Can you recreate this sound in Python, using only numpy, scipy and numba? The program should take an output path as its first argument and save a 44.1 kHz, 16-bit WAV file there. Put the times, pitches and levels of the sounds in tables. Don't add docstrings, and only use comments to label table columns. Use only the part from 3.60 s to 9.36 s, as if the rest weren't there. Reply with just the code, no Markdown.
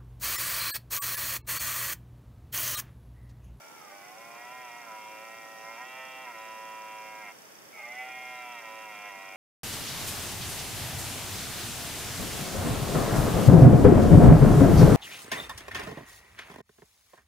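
import sys
import numpy as np
from scipy import signal
from scipy.fft import rfft, irfft
from scipy.io import wavfile
from scipy.ndimage import uniform_filter1d
from numba import njit

SR = 44100
rng = np.random.default_rng(int(sys.argv[2]) if len(sys.argv) > 2 else 0)


def volts(x):
    e = np.asarray(x, float) / 20
    return 10 ** e


def log_audio(samples):
    frames = np.atleast_2d(samples).T
    limited = np.clip(frames, -1, 1)
    pcm = np.round(limited * 32767).astype(np.int16)
    wavfile.write(sys.argv[1], SR, pcm)


N = 254016

# start in seconds, end in seconds.
ROARS_S = [
    (-.2, 3.727),
    (4.127, 6.0),
]
ATTACK_S, RELEASE_S, EDGE_DB = 0.1, 0.037, -13

# time in seconds, height (0 = pulled down, 1 = at rest), hoarseness 0-1.
LARYNX = [
    [(.14, 0.9, .11), (.33, 0.4, 0.1), (.6, 0.13, 0.16), (.95, 0.042, 0.16), (2.15, .001, 0.11),
     (2.33, -0.01, 0.039), (2.66, 0.00094, 0.047), (2.78, 0.041, 0.027), (3.72, 0.0084, 0.035)],
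    [(4.13, 0.86, 0.12), (4.2, .6, 0.13), (4.28, 0.425, 0.037), (4.38, 0.285, .037), (4.55, 0.082, 0.078),
     (4.97, -0.015, 0.063), (5.4, 0.052, .07), (5.76, 0.093, .1)],
]

# time in seconds, pitch in Hz before the breaks.
TENSION = [
    [(0, 72.6), (.3, 80.6), (.41, 79), (.56, 89.4), (.76, 93.9), (.97, 102.6), (1.11, 95.44), (1.19, 96.5),
     (1.41, 92.7)],
    [(1.56, 93.24), (1.72, 97), (1.99, 95.3), (2.21, 99.3), (2.37, 103.8), (2.62, 103), (2.9, 101.8),
     (3.6, 100.1), (3.75, 98.4)],
    [(4.11, 78.5), (4.21, 78.8), (4.39, 89.24), (4.48, 89.8), (4.75, 87.43), (4.914, 83.77), (5.0, 77.84),
     (5.52, 76.34), (5.76, 73.96)],
]

# start in seconds, length in seconds, pitch step in Hz,
# hoarseness 0-1.
BREAKS = [
    [(.15, 0.18, 20.5, 0.08), (.56, 0.024, 3.5, .01), (1.19, .11, -9, 0.09), (2.155, .06, 12, 0.14),
     (2.63, .12, -19, 0.16), (3.6, .12, -11.5, 0.08)],
    [(4.132, .08, 37.5, 0.06), (5.0, .07, -5, 0.11), (5.216, .138, -6, 0.05), (5.478, .04, -5.5, 0.03)],
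]

# time in seconds, level in dB, brightness in dB, tongue forward in dB, soft palate raised in dB.
EFFORT = [(.1, -54, -13, -6.5, -8.5), (.27, -52, -6, -0.5, -12), (.62, -49, -2.3, 5.5, -4),
          (.95, -44, .1, 0.5, -1.5), (1.25, -46, -2, 3, -1.5), (1.45, -44.5, 0.5, 5.5, 1.5),
          (1.95, -47, -2.5, -3, -6.5), (2.1, -46.5, 1, 3.5, 1), (2.45, -45, 1, -4.5, -1),
          (2.8, -43, 0.5, 1, -0.5), (3.1, -42.5, 0.5, -1.5, 2), (3.52, -44, 3, 7, .1),
          (4.2, -42, 5.5, -2, -8), (4.4, -42, 6, -1, -12.5), (4.55, -41.5, 5, 3, -10.5),
          (4.85, -42, 0.5, 3.5, -7), (5.07, -43, 1, 0, 1.5), (5.76, -45, 3, 4.5, -3)]

# middle in seconds, half length in seconds, swell in dB,
# mouth opening in dB.
PUSHES = [(.33, 0.027, 3.5, -6), (1.25, 0.033, -0.5, -3), (1.33, 0.05, 2.5, -3.3), (2.09, 0.057, 4, -11),
          (2.215, 0.037, 5, -7.5), (2.4, 0.069, 3, -1.5), (2.6, 0.024, 0.5, -1), (2.685, .03, 2.5, -7),
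          (2.73, 0.02, -2.5, -4), (3.66, 0.22, 0, -7.5), (4.41, 0.03, 4.5, -1), (5.02, 0.02, -3, -7),
          (5.47, .04, 2.5, -1)]
EVENING = 1

# centre in Hz, width in Hz, level in dB.
FORMANTS = [(549.3, 52, 3), (666.5, 138, -2), (750, 117, 3), (978.5, 69, 13.5), (1352, 114, -3),
            (1622, 37, -5.5), (1888, 73, 10), (2117, 54, 5), (2345.4, 118, 1.5), (2691, 127, 4),
            (3248, 210, -15.5), (3852, 44, -9)]
# tract part (0 low, 1 middle, 2 high); share of the larynx slide (least in the muzzle);
# sign (neighbours in opposite phase add up between tops); shares of tongue, mouth, strain and palate in dB per dB.
TRACT_PART = [0, 0, 0, 1, 1, 2, 2, 2, 2, 2, 2, 2]
SLIDE_SHARE = [1, 1, 1, 1, .7, 1.5, 1, 1, 1, .4, .1, .1]
POLARITY = [1, -1, 1, 1, 1, 1, 1, 1, 1, 1, 1, 1]
TONGUE_SHARE = [0, 0, 0, 0, 0, 0, -1, 1, .5, 0, 0, 0]
MOUTH_SHARE = [0, 0, 0, 0, 0, -1, 0, 0, .5, 1, 1, 1]
STRAIN_SHARE = [0, 0, 0, 0, 0, 0, 0, 0, 0, 0, 1, .5]
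PALATE_SHARE = [-.1, -.2, -.4, 1, .25, 0, 0, 0, 0, 0, 0, 0]

SHORTENING = [(.25, 1.34, -0.0074), (0.463, 1.075, -0.01), (.25, 1.01, -0.00049)]
MOUTH_SHUT_DB, MOUTH_POWER = -23, 0.58
STRAIN_DB, STRAIN_PER_BRIGHT_DB = 6, 0.53

# centre in Hz, width in Hz.
NASAL_DIPS = [(870, 6.7), (1120, 50), (1750, 660), (2570, 85)]

BAND_EDGES_HZ = 860, 1150, 1750
REGISTER_DB = [-4, -4.5, 5, 0]
GROUND_HZ, STAG_PAN_DB = 515, -2.2

# delay in seconds, left level in dB, right level in dB.
ECHOES = [(.021, -26, -26), (.047, -30, -25), (.09, -29.5, -31), (.16, -32, -29), (.27, -34.5, -33)]

# frequency in Hz, density in dB per Hz.
HISS_SPECTRUM = [(20, -44), (102, -14), (156, -8), (305, -4.5), (506, -3.5), (1020, -7), (2120, -9.5),
                 (3400, -14.5), (4700, -14.5), (5500, -15), (6800, -17.5), (16000, -19.5)]
HISS_DB = -51

# centre in Hz, width in Hz, level in dB.
FRAME_MODES = [(5724, 300, -38.5), (6040, 350, -43)]
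FRAME_RATE_HZ, FIRST_FRAME_S = 29.97, 0.0165

# time in seconds, peak in dB.
CREAKS = [
    (0.7188, -49),
]

# middle in seconds, half length in seconds, level in dB.
FOCUS_HUNTS = [(1.398, 0.12, -72), (2.093, 0.18, -61), (2.996, 0.095, -65), (3.45, 0.067, -63),
               (4.697, .1, -65), (4.999, 0.076, -67), (5.505, 0.087, -70)]
MOTOR_IDLE_DB = -83

PORT_DIP_HZ, PORT_DIP_WIDTH_HZ, PORT_DIP_DEPTH = 4080, 500, 0.87
CUTOFF_HZ = 15700


def stag():
    step_hz, rasp = breaks()
    swell_db, gape_db = bumps(PUSHES)
    height, hoarse = in_time(LARYNX[0] + LARYNX[1])
    level_db, bright_db, tongue_db, palate_db = in_time(EFFORT)
    pitch_hz = in_time(sum(TENSION, []))[0] + step_hz
    pulses = vocal_folds(pitch_hz, np.clip(hoarse + rasp, 0, 1))
    voice = rfft(throat(pulses, height, gape_db, tongue_db, palate_db, bright_db))

    hz = np.arange(len(voice)) * SR / N
    below = [0, *[1 / (1 + (hz / edge_hz) ** 30) for edge_hz in BAND_EDGES_HZ], 1]
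    registers = []
    for db, lower, upper in zip(REGISTER_DB, below, below[1:]):
        registers.append(volts(db) * irfft(voice * (upper - lower), N))
    out = rms_one(sum(registers[:3]) + volts(bright_db) * registers[3])

    power = uniform_filter1d(uniform_filter1d(out ** 2, size=1500), size=1500).clip(1e-9)
    evened = out / power ** (EVENING / 2)
    return volts(level_db + swell_db) * breath() * evened


def vocal_folds(pitch_hz, hoarse):
    turns = np.cumsum(pitch_hz * (1 + 0.03 * hoarse * drift(31))) / SR
    closures = np.sin(111 * np.pi * turns) / (np.sin(np.pi * turns) + 1e-12)
    puffs = rng.standard_normal(N) * (0.5 + 0.5 * np.cos(2 * np.pi * turns)) ** 2
    return rms_one(closures) * volts(6 * hoarse * drift(30)) + 5 * hoarse * puffs


def throat(source, height, gape_db, tongue_db, palate_db, bright_db):
    shortening = []
    for share, power, offset in SHORTENING:
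        shortening.append(share * np.sign(height) * np.abs(height) ** power + offset)
    mouth_db = MOUTH_SHUT_DB * np.clip(height, 0, 1) ** MOUTH_POWER + gape_db
    strain_db = STRAIN_DB + STRAIN_PER_BRIGHT_DB * bright_db
    out = np.zeros(N)
    for k, (hz, width_hz, db) in enumerate(FORMANTS):
        centre_hz = hz * (1 + SLIDE_SHARE[k] * shortening[TRACT_PART[k]])
        twice_cos = 2 * np.cos(2 * np.pi * centre_hz / SR)
        gain_db = db + TONGUE_SHARE[k] * tongue_db + MOUTH_SHARE[k] * mouth_db
        gain_db = gain_db + STRAIN_SHARE[k] * strain_db + PALATE_SHARE[k] * palate_db
        gain_db = gain_db + 1.5 * drift(7)
        r = np.exp(-np.pi * width_hz / SR)
        once = moving_resonance(source, twice_cos, r)
        twice = moving_resonance(once, twice_cos, r)
        out += POLARITY[k] * volts(gain_db) * (twice + (-1) ** k * 0.11 * once)
    for hz, width_hz in NASAL_DIPS:
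        out = dip(out, hz, width_hz, depth=0.87)
    return band(out, GROUND_HZ, 3830, order=6)


@njit
def moving_resonance(x, twice_cos, r):
    y = np.zeros(len(x))
    for i in range(2, len(x)):
        drive = (1 - r * r) / 2 * (x[i] - x[i - 2])
        y[i] = drive + r * twice_cos[i] * y[i - 1] - r * r * y[i - 2]
    return y


def breaks():
    time_s, out = np.arange(N) / SR, np.zeros((2, N))
    for (_, end_s), rows in zip(ROARS_S, BREAKS):
        for start_s, length_s, step_hz, hoarse in rows:
            done = np.clip((time_s - start_s) / length_s, 0, 1)
            out[0] += step_hz * done * (time_s < end_s + 0.2)
            out[1] += hoarse * np.sin(np.pi * done)
    return out


def breath():
    time_s, out = np.arange(N) / SR, np.zeros(N)
    for start_s, end_s in ROARS_S:
        edge = np.minimum((time_s - start_s) / ATTACK_S, (end_s - time_s) / RELEASE_S)
        out += (edge > 0) * volts(EDGE_DB * (1 - np.clip(edge, 0, 1)) ** 2)
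    return out


def slopes(x):
    response = np.zeros((2, SR // 3))
    for delay_s, left_db, right_db in ECHOES:
        at = round(delay_s * SR)
        smear = rng.standard_normal((2, 1300)) * np.hanning(1300) / 22
        response[:, at:at + 1300] += volts([[left_db], [right_db]]) * smear
    echo = signal.fftconvolve(x[None], response, axes=1)[:, :N]
    return band(echo, 360.32, 5600, order=1)


def grass():
    rustle = rms_one(band(rng.standard_normal((2, N)), 4570, 6500))
    return volts(-68.5 + 0.66 * drift(6.8)) * rustle


def camera():
    frames = np.arange(int(N / SR * FRAME_RATE_HZ))
    at = ((FIRST_FRAME_S + frames / FRAME_RATE_HZ) * SR).astype(int)
    knocks = np.full(N, 1e-18)
    knocks[at] = volts(rng.normal(0, 1.7, len(at)))
    whirr = focus_motor()
    for hz, width_hz, db in FRAME_MODES:
        whirr = whirr + volts(db) * 20 * band(knocks, hz - width_hz / 2, hz + width_hz / 2, order=2)
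    creak = 1e-12 * rng.standard_normal(N)
    for s, db in CREAKS:
        creak[round(s * SR)] = volts(db + 3.5)
    return whirr * volts([[-3.2], [2]]) * [[1], [-1]] + band(creak, 2600, 12000, order=1)


def focus_motor():
    hunts = bumps([(s, half_s, volts(db)) for s, half_s, db in FOCUS_HUNTS])[0]
    drive = volts(MOTOR_IDLE_DB + drift(5.7)) + hunts
    noise = rng.standard_normal(N) + 0.86 * rng.standard_normal((2, N))
    return drive * rms_one(band(noise, 5000, 6170))


def hiss():
    hz = np.maximum(np.arange(N // 2 + 1) * SR / N, 1)
    point_hz, point_db = np.transpose(HISS_SPECTRUM)
    colour = volts(np.interp(np.log(hz), np.log(point_hz), point_db))
    noise = rms_one(irfft(rfft(rng.standard_normal((2, N))) * colour, N))
    return volts(HISS_DB) * noise * volts([[-0.35], [0.35]])


def rms_one(x):
    return x / np.sqrt(np.mean(x ** 2) + 1e-20)


def in_time(rows):
    s, *columns = np.transpose(rows)
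    return [np.interp(np.arange(N) / SR, s, column) for column in columns]


def bumps(rows):
    time_s = np.arange(N) / SR
    return sum(np.exp(-((time_s - s) / half_s) ** 2) * np.array(columns)[:, None] for s, half_s, *columns in rows)


def drift(rate_hz):
    r = np.exp(-2 * np.pi * rate_hz / SR)
    return rms_one(signal.lfilter([1], [1, -2 * r, r * r], rng.standard_normal(N + SR))[SR:])


def band(x, low_hz, high_hz, order=3):
    return signal.sosfilt(signal.butter(order, [low_hz, high_hz], "band", fs=SR, output="sos"), x)


def dip(x, hz, width_hz, depth=1):
    notched = signal.lfilter(*signal.iirnotch(hz, hz / width_hz, SR), x)
    return (1 - depth) * x + depth * notched


def scene():
    roar = stag()
    direct = roar * volts([[STAG_PAN_DB / 2], [-STAG_PAN_DB / 2]])
    return direct + slopes(roar) + grass() + camera() + hiss()


def low_pass(x):
    return signal.sosfilt(signal.butter(12, 16960, fs=SR, output="sos"), x)


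def record(dry):
    heard = dip(dry, PORT_DIP_HZ, PORT_DIP_WIDTH_HZ, PORT_DIP_DEPTH)
    heard = signal.sosfilt(signal.ellip(12, 0.3, 70, CUTOFF_HZ, fs=SR, output="sos"), heard)
    return low_pass(heard)


dry = scene()
out = record(dry)
log_audio(out)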